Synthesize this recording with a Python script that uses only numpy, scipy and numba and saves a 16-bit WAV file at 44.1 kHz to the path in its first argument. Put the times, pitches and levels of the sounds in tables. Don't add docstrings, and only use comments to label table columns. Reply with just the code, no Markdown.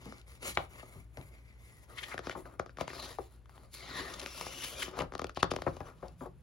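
import sys
import numpy as np
from scipy import signal
from scipy.fft import rfft, irfft, next_fast_len
from scipy.io import wavfile
from scipy.ndimage import uniform_filter1d
from numba import njit

SR = 44100
rng = np.random.default_rng(int(sys.argv[2]) if len(sys.argv) > 2 else 0)


def pcm_store(signal):
    levels = np.round(np.clip(np.atleast_2d(signal), -1, 1) * 32767)
    wavfile.write(sys.argv[1], SR, levels.astype(np.int16).T)


N = 283122
TIME = np.arange(N) / SR
SIZE = 8192
MS = (np.arange(SIZE) - SIZE // 2) * 1000 / SR


def undb(db):
    return 10 ** (np.asarray(db) / 20)


def unit(x):
    return x / np.sqrt(np.mean(x ** 2))


def curve(rows):
    times, *columns = np.transpose(rows)
    return [np.interp(TIME, times, column) for column in columns]


def gains(points, hz):
    corners, db = np.transpose(points)
    return undb(np.interp(np.log(hz + 1), np.log(corners), db))


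def colour(x, points):
    size = next_fast_len(len(x))
    return irfft(rfft(x, size) * gains(points, np.fft.rfftfreq(size, 1 / SR)), size)[:len(x)]


def add(track, s, x):
    start = int(s * SR) - len(x) // 2
    lo, hi = max(start, 0), min(start + len(x), N)
    track[lo:hi] += x[lo - start:hi - start]


def wander(rate):
    steps = rng.standard_normal(4096)
    return 0.57 * np.interp(TIME * rate, np.arange(len(steps)), steps)


@njit
def resonate(x, hz, width):
    y, band, low = np.empty(len(x)), 0., 0.
    for i in range(len(x)):
        g = np.tan(np.pi * hz[i] / SR)
        v = (band + g * (x[i] - low)) / (1 + g * (g + width))
        band, low, y[i] = 2 * v - band, low + 2 * g * v, width * v
    return y


def mode(x, hz, width):
    return resonate(x, np.full(len(x), float(hz)), width)


def slips(size, spread_db):
    return unit(rng.standard_normal(size) * undb(spread_db * np.clip(rng.standard_normal(size), -3, 3)))


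def disperse(x, travel_ms):
    khz = np.fft.rfftfreq(len(x), 1 / SR) / 1000
    cycles = travel_ms * (2 * np.sqrt(khz) - khz / np.sqrt(2))
    return irfft(rfft(x) * np.exp(-2j * np.pi * cycles), len(x))


def impulse(scatter, rise_ms, decay_ms):
    around = slips(SIZE, spread_db=3.5) * np.exp(-np.abs(MS / np.where(MS < 0, rise_ms, decay_ms)))
    return (MS == 0) + scatter * around / np.linalg.norm(around)


def radiate(x, points, db):
    y = colour(x, points)
    return y * undb(db) * np.sqrt(SR / 100) / np.linalg.norm(y)


# (frequency [Hz], level [dB])
MAINS_HUM = [(59.6, -60.5), (120, -65.5)]
# (frequency [Hz], level [dB])
HOUSE_RUMBLE = [(24, -25.5), (40, -14.5), (55, 4), (80, -3.5), (120, -6), (180, -16), (1000, -31),
                (3000, -40), (16000, -61.5)]
def background(rumble_db, apart_db):
    hum = sum(np.sqrt(2) * undb(db) * np.sin(2 * np.pi * (hz * TIME + rng.random()))
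              for hz, db in MAINS_HUM)
    shared, left, right = (unit(colour(rng.standard_normal(N), HOUSE_RUMBLE)) for _ in range(3))
    rumble = shared + undb(apart_db) * np.array([left, right])
    rumble *= undb(rumble_db + 0.38 * wander(rate=12))
    return (hum + rumble) * undb([[.9], [-.9]])


def drone(start_s, hz, db, width):
    note = unit(mode(mode(rng.standard_normal(N), hz, width), hz, width))
    return note * undb(db - ATTACK_DB_PER_S * np.maximum(start_s - TIME, 0))


def room(x, bass_t60_s, broad_t60_s):
    t = TIME[:SR // 2]
    bass_spectrum = [(110, 13.5), (180, 8), (380, 5), (550, -0.5), (1200, -30), (3000, -40)]
    broad_spectrum = [(100, 7.5), (600, 5.5), (5000, 2), (8000, -9.5), (15000, -28)]
    bass = colour(rng.standard_normal(len(t)), bass_spectrum)
    onset = np.clip((t - .003) / 0.0033, 0, 1)
    out = []
    for _ in range(2):
        broad = colour(rng.standard_normal(len(t)), broad_spectrum)
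        tail = bass * undb(-60 * t / bass_t60_s) + broad * undb(-60 * t / broad_t60_s)
        out.append(signal.fftconvolve(x, tail * onset / np.sqrt(SR / 50))[:N])
    return np.array(out) * undb([[1.5], [-1.5]])


# (left delay [ms], right delay [ms], gain [dB])
CHEST_ECHO = [(3.397, 3.695, -13)]
def chest_reflection(x):
    reflected = colour(x, [(300, -44.5), (1500, 4), (5000, 7), (12000, -4.5)])
    return sum(undb(db) * np.array([np.interp(TIME - ms / 1000, TIME, reflected) for ms in delays])
               for *delays, db in CHEST_ECHO)


# (frequency [Hz], level [dB])
LEFT_EXCESS = [(200, 4.5), (700, 9), (1300, 5.5), (2100, 1.5), (2800, 13), (3600, 6.5), (4600, 2),
               (5800, 4.5), (8500, 0), (15000, 0)]
# (frequency [Hz], phase [rad])
LEAD_AHEAD = [(0, 0), (1500, 1.1), (2800, -.3), (4500, .1), (5500, .6), (8300, 3.1), (11000, 6.3),
              (16500, 12.6)]
LEAD_ASIDE = [(0, 0), (16500, 18.8)]
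LEAD_BELOW = [(0, 0), (2500, 1.5), (7000, 2.5), (11000, 6.3), (16500, 12.6)]
def ports(x, lead, shade):
    size = next_fast_len(N + SIZE)
    hz = np.fft.rfftfreq(size, 1 / SR)
    left = gains(LEFT_EXCESS, hz) ** shade
    right = np.exp(-1j * np.interp(hz, *np.transpose(lead)))
    equal_power = np.sqrt(2 / (1 + left ** 2))
    return irfft(rfft(x, size) * np.array([left, right]) * equal_power, size)[:, :N]


# (frequency [Hz], bandwidth [Hz], gain [dB])
CAVITY_MODES = [(336, 40, -4.5), (1120, 290, -14)]
def cavity(x, coupling):
    return x + coupling * sum(undb(db) * mode(x, hz, width / hz) for hz, width, db in CAVITY_MODES)


# (time [s], level [dB], resonance [Hz])
EDGE_TICKS = [(.056, -58.5, 3700), (.183, -63, 4150), (.215, -62, 3300), (1.213, -57, 1770),
              (3.458, -62.5, 1020), (3.495, -58, 1020), (3.579, -56, 960), (4.216, -48, 3000),
              (5.18, -55, 4000), (5.269, -53, 3650), (5.348, -64, 5450), (6.083, -60.5, 4800)]
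def ticks(width):
    out = np.zeros(N)
    for s, db, hz in EDGE_TICKS:
        click = impulse(scatter=1, rise_ms=0.5, decay_ms=2)
        add(out, s, radiate(mode(click, hz, width), [(300, -17), (700, -2)], db))
    return out


# (time [s], level [dB], half length [ms], resonance [Hz])
EDGE_SWISHES = [(.484, -46.5, 28, 4600), (.552, -47.5, 4.2, 4600), (0.802, -53, 7.8, 1920),
                (1.987, -38.5, 8.2, 2340), (2.037, -34.5, 5.3, 2320), (2.126, -42.5, 13, 1550),
                (2.314, -40.5, 3.3, 2220), (4.14, -40.5, 2.6, 3860), (4.199, -39.5, 3.7, 4250),
                (4.829, -30, 4.3, 2210), (5.006, -37.5, 5.5, 2230), (5.369, -46.5, 7.2, 3220),
                (5.403, -47.5, 8, 3230), (5.4293, -26, 0.49, 3270), (5.515, -38, 5, 3600)]
def swishes(width, gain_db):
    out = np.zeros(N)
    for s, db, half_ms, hz in EDGE_SWISHES:
        rub = sum(mode(slips(SIZE, spread_db=1), hz * ratio, width) for ratio in (.9, 1.4))
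        rub = unit(colour(rub, [(700, 9), (1900, 9), (6000, -1), (9000, 8.5), (16000, -10.5)]))
        add(out, s, rub * undb(db + gain_db) * np.exp(-.5 * (MS / half_ms) ** 2))
    return out


ATTACK_DB_PER_S, RELEASE_DB_PER_S = 752.5, 348
def gesture(start, length, arch_db):
    early, late = np.maximum(start - TIME, 0), np.maximum(TIME - start - length, 0)
    along = np.clip(2 * (TIME - start) / length - 1, -1, 1)
    return -ATTACK_DB_PER_S * early - arch_db * along ** 2 - RELEASE_DB_PER_S * late


# (time [s], hiss [dB], drumming [dB], sheen [dB])
PAGE_PULL = [(3.74, -50.5, -64, -58.5), (3.84, -49, -52, -69.5), (3.94, -48.5, -51.5, -69.5),
             (3.99, -42, -42.5, -61), (4.05, -47, -49, -65), (4.25, -50, -52.5, -66.5),
             (4.32, -48.5, -64, -65), (4.41, -44, -51.5, -58), (4.55, -46, -56, -62.5),
             (4.635, -41.5, -56, -56.5), (4.70, -44.5, -54.5, -53.5), (4.76, -45.5, -49.5, -62.5),
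             (4.83, -36, -54.5, -52), (4.89, -50.5, -48.5, -67)]
def page_pull():
    start, end = PAGE_PULL[0][0], PAGE_PULL[-1][0]
    return undb(np.array(curve(PAGE_PULL)) + gesture(start, end - start, arch_db=0))


# (start [s], length [s], hiss [dB], drumming [dB re hiss], sheen [dB re hiss])
HAND_STROKES = [(0.0, 0.2, -58.5, -3.5, -16), (0.277, 0.084, -60, -3.5, -11), (0.43, 0.054, -42, -4.5, -14),
                (0.469, 0.022, -37, -6, -8.5), (0.503, 0.15, -59.5, -6, -10.5),
                (0.704, 0.13, -58, -0.5, -11), (0.85, 0.16, -63, 1.5, -7), (1.142, 0.15, -66.5, 1.5, -5.5),
                (1.316, 0.084, -66, -1.5, -13), (1.436, 0.14, -69, -4, -14), (1.592, 0.25, -65, -4, -8.5),
                (1.89, 0.046, -60.5, 5, -9.5), (1.964, 0.18, -51, -4.5, -14), (2.237, 0.098, -51, 0, -21),
                (2.37, 0.037, -60.5, 3, -3.5), (2.452, 0.087, -70.5, 15, -8),
                (2.801, 0.023, -48.5, 2.5, -19), (2.883, 0.039, -49.5, -3.5, -22),
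                (2.936, 0.18, -46, -4.5, -16.5), (3.118, 0.15, -62.5, -4, -8),
                (3.316, 0.049, -71, 2.5, -6.5), (3.499, 0.16, -68.5, 5, -9.5), (4.933, 0.03, -55, 9, -31),
                (4.98, 0.018, -44, 8, -16), (5.544, 0.27, -59.5, 2.5, -16.5),
                (5.858, 0.027, -56.5, 11, -15), (5.969, 0.16, -67.5, 2, -15), (6.185, 0.08, -65, -13, -9)]
def contact(rest_db):
    power = page_pull() ** 2 + undb(rest_db) ** 2
    for s, length, db, drum, sheen in HAND_STROKES:
        envelope = undb(gesture(s, length, arch_db=3.5))
        power += np.outer(undb([db, db + drum, db + sheen]) ** 2, envelope ** 2)
    return np.sqrt(power)


def flare(x, depth_db):
    bands = signal.stft(x, nperseg=SIZE // 8)[2]
    swell = uniform_filter1d(rng.standard_normal(bands.shape), size=5, axis=0)
    swell = unit(uniform_filter1d(swell, size=2, axis=1))
    return unit(signal.istft(bands * undb(depth_db * swell))[1][:N])


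# (frequency [Hz], level [dB])
HISS_SPECTRUM = [(700, -11), (1500, -2), (2200, 3.5), (3500, 4), (5500, 1), (7500, -6), (10000, -43.5),
                 (16000, -32)]
DRUM_SPECTRUM = [(120, -3), (600, 2.5), (850, -2.5), (1250, 1), (1700, -12), (2600, -26.5), (6000, -99.5)]
SHEEN_SPECTRUM = [(4000, -54), (7000, 1), (10500, 5.5), (12000, 0.5), (14000, -5)]
# (time [s], frequency [Hz], level [dB re hiss], overtone level [dB re hiss])
CURL_RESONANCE = [(.48, 2166, 1, -28), (1.4, 2136, 8, -22), (2.2, 1900, -0.5, -11), (2.9, 2240, 0.5, -8.5),
                  (3.02, 2010, -35, 4.5), (3.1, 1910, -6, -7), (3.75, 2210, -7, -0.5), (3.99, 1890, 6, 1),
                  (4.15, 1820, -4.5, -24), (4.3, 2650, -8.5, -5.5), (4.63, 2895, -2.5, -8.5),
                  (4.76, 3310, -5, -15), (5.3, 2360, -14, -44)]
def sliding(hiss_db, drum_db, sheen_db, curl_width, overtone_width, overtone_ratio, stutter_db, catch_db):
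    hiss, drum, sheen = contact(rest_db=-90)
    curl_hz, curl_db, overtone_db = curve(CURL_RESONANCE)
    grip = undb(wander(rate=17) + stutter_db * wander(rate=70) + wander(rate=1000))
    catches = (rng.random(N) < 80 / SR) * rng.uniform(-1.34, 1, N)
    grain = flare(slips(N, spread_db=2), depth_db=3.2) + undb(catch_db) * unit(catches)
    friction = disperse(grain, travel_ms=2.002) * grip
    out = unit(colour(friction, HISS_SPECTRUM)) * hiss * undb(hiss_db)
    out += unit(colour(friction, DRUM_SPECTRUM)) * drum * undb(drum_db)
    out += unit(colour(friction, SHEEN_SPECTRUM)) * sheen * undb(sheen_db)
    resonances = (curl_hz, curl_width, curl_db), (curl_hz * overtone_ratio, overtone_width, overtone_db)
    for centre, width, db in resonances:
        hz = centre * np.exp(.04 * wander(rate=30))
        drive = slips(N, spread_db=8.5) * grip
        curl = resonate(resonate(drive, hz, width), hz, width)
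        out += unit(curl) * hiss * undb(hiss_db + db)
    return out


# (time [s], level [dB], bass offset [dB], length [ms], boom [Hz])
SHEET_FLAPS = [(.058, -56, 21.5, 9.1, 216), (0.83, -58, 14.5, 1.15, 600), (0.957, -70, 31.5, 8.6, 111),
               (1.178, -50, 14, 9.4, 135), (2.352, -42, -6, 6, 445), (2.374, -53, 15, 10, 322),
               (3.186, -40, 8, 2.6, 392), (5.004, -34.5, -4, 7.6, 470), (5.666, -30.5, -1, 3.9, 574),
               (5.806, -42, 2, 2.8, 830), (6.028, -43, 1, 9.5, 720), (6.209, -41.5, -7, 11.7, 336),
               (6.258, -45.5, -6.5, 5.1, 378)]
def flaps(mid_db, bass_db, boom_width):
    out = np.zeros(N)
    soft = np.array([(260, 1.5), (600, 3), (1150, -1.5), (1500, -13), (2300, -24), (3500, -65)])
    for s, db, bass, ms, hz in SHEET_FLAPS:
        wave = disperse(impulse(scatter=2.07, rise_ms=1, decay_ms=2.92 * ms), travel_ms=3.103)
        boom = sum(mode(wave, hz * k, boom_width / k) / k ** 2 for k in range(1, 4))
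        face = soft * [2 ** ((db + 41.5) / 70), 1]
        add(out, s, radiate(wave, face, db + mid_db))
        add(out, s, radiate(boom, [(900, -15), (2200, -20)], db + bass + bass_db))
    return out


# (frequency [Hz], level [dB])
THUD_SPECTRUM = [(30, -21), (70, -0.5), (150, -5), (350, -1), (570, 2.5), (800, -3.5), (1400, -69)]
def cover_slap(s, db, bass_db, crack_db):
    out = np.zeros(N)
    wave = disperse(impulse(scatter=0.42, rise_ms=0.17, decay_ms=2.8), travel_ms=0.86)
    clap = [(400, -40), (800, 3), (1300, 10.5), (1800, 2.5), (2300, 15.5), (3200, -39), (9000, -64)]
    edge = [(1500, -38.5), (2900, -0.5), (3800, -5.5), (4800, -15), (7000, -18), (12000, -55)]
    for spectrum, offset_db in (clap, 0), (THUD_SPECTRUM, bass_db), (edge, crack_db):
        add(out, s, radiate(wave, spectrum, db + offset_db))
    return out


# (frequency [Hz], level [dB])
CRACK_SPECTRUM = [(1300, 1.5), (2700, 5), (6300, -0.5), (10000, -8.5), (16000, -26.5)]
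# (frequency [multiple of the ring frequency], level [dB])
RING_SPECTRUM = [(.29, -29.5), (.58, -2.5), (1, 16), (1.42, 0.5), (2, -4.5), (3, -67.5)]
# (time [s], level [dB], bass offset [dB], crack offset [dB], ring frequency [Hz])
BUCKLES = [(0.1244, -48, -2, -2.5, 1220), (1.173, -50, 2, 1.5, 1930), (2.1434, -43, 2.5, -5, 1280),
           (2.18, -36, -11.5, -5, 1700), (2.1924, -41, 0, -0.5, 1340), (2.271, -40, 1.5, -0.5, 1280),
           (2.297, -36, -5.5, -3.5, 1400), (2.4561, -50, -3, -27, 1530), (2.5975, -31.5, -1.5, -8, 1240),
           (2.6624, -49, -2.5, -5.5, 1260), (2.6952, -51, -7, -10, 1500), (2.7725, -49, -6, -1, 1670),
           (2.7863, -42, -3.5, -9, 1130), (2.811, -38, 5, 2.5, 1160), (2.8797, -41, -7.5, 3.5, 1030),
           (2.9031, -44, -5.5, -6, 1940), (2.933, -45, -4.5, -10, 1240), (2.965, -48.5, -1.5, -8, 1090),
           (4.262, -41.5, -10, 6.5, 2310), (4.412, -40.5, -15, 6, 1050), (4.467, -40.5, -4.5, -16, 1070),
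           (4.881, -48.5, 3.5, -8, 1090), (4.9912, -37, -2.5, 2.5, 1200), (5.0213, -40, 1, -1, 1180),
           (5.1226, -44.5, -2, -8.5, 1170), (5.138, -46, -1, -4.5, 1200), (5.1527, -39.5, -1.5, 1.5, 1260),
           (5.195, -34.5, -7, -4.5, 1190), (5.2186, -40, 1.5, 0, 1210), (5.2444, -40, 4, 3.5, 1360),
           (5.2956, -43, -11, -3, 1390), (5.373, -36, -1, -6.5, 1110), (5.4305, -20, -10, -2.5, 1270),
           (5.4432, -36.5, 1.5, -5, 1020), (5.516, -33.5, 3, -4.5, 1220), (5.538, -41, 2.5, -3.5, 1140),
           (5.564, -40, 2, 6.5, 1010), (5.588, -43.5, -3.5, -19, 1070), (5.621, -42, 1, 3.5, 1180),
           (5.6776, -33, -3, -35, 1200), (5.768, -56, 10, 6, 1100)]
def snaps(mid_db, bass_db, crack_db, travel_ms, skid_db, skid_hz, skid_ms):
    out = np.zeros(N)
    for s, db, bass, crack, hz in BUCKLES:
        travel = travel_ms * np.clip(1 + bass / 22, .25, 1.2) * rng.uniform(0.744, 1.168)
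        wave = disperse(impulse(scatter=0.5, rise_ms=1.8, decay_ms=4.2), travel)
        crackle = disperse(impulse(scatter=1, rise_ms=1.6, decay_ms=3), travel)
        ring = np.array(RING_SPECTRUM) * [hz, 1]
        skid = slips(SIZE, spread_db=11) * (MS > 0) * np.exp(-(MS / skid_ms) ** 2)
        add(out, s, radiate(wave, ring, db + mid_db))
        add(out, s, radiate(wave, THUD_SPECTRUM, db + bass + bass_db))
        add(out, s, radiate(crackle, CRACK_SPECTRUM, db + crack + crack_db))
        add(out, s, radiate(mode(skid, skid_hz, width=0.62), HISS_SPECTRUM, db / 2 + skid_db))
    return out


def scene():
    ahead = np.interp(TIME, [1.6, 2.3], [0, 1])
    rub = sliding(hiss_db=-6, drum_db=-0.5, sheen_db=6, curl_width=.16, overtone_width=.22,
                  overtone_ratio=2.04, stutter_db=3, catch_db=-7.5)
    rub += swishes(width=0.25, gain_db=-1)
    folds = snaps(mid_db=-3.5, bass_db=0, crack_db=-8, travel_ms=2.557,
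                  skid_db=-43.5, skid_hz=5200, skid_ms=24)
    folds += flaps(mid_db=4, bass_db=-6.5, boom_width=0.13) + ticks(width=.55)
    rub, folds = cavity(rub, coupling=0.4 * ahead), cavity(folds, coupling=0.3 * ahead)
    cover = cover_slap(s=.5738, db=-27, bass_db=-6.5, crack_db=-9.5)
    pages = rub + folds
    direct = ports(pages * ahead, LEAD_AHEAD, shade=0.98)
    direct += ports(pages * (1 - ahead), LEAD_ASIDE, shade=0.75)
    direct += ports(cover, LEAD_BELOW, shade=0.53)
    into_room = undb(-10.5) * rub + undb(-13) * folds
    into_room += colour(cover, [(450, -5.5), (800, -4), (2300, -14), (3200, -7.5)])
    echoes = chest_reflection(rub) + room(into_room, bass_t60_s=0.24, broad_t60_s=0.2)
    low_note = drone(start_s=5.95, hz=158, db=-61.5, width=0.23)
    return direct + echoes + low_note + background(rumble_db=-60, apart_db=-3.5)


def record(dry):
    lean = signal.sosfilt(signal.butter(4, 36, "highpass", fs=SR, output="sos"), dry)
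    return signal.sosfilt(signal.ellip(10, .2, 70, 15900, fs=SR, output="sos"), lean)


dry = scene()
out = record(dry)
pcm_store(out)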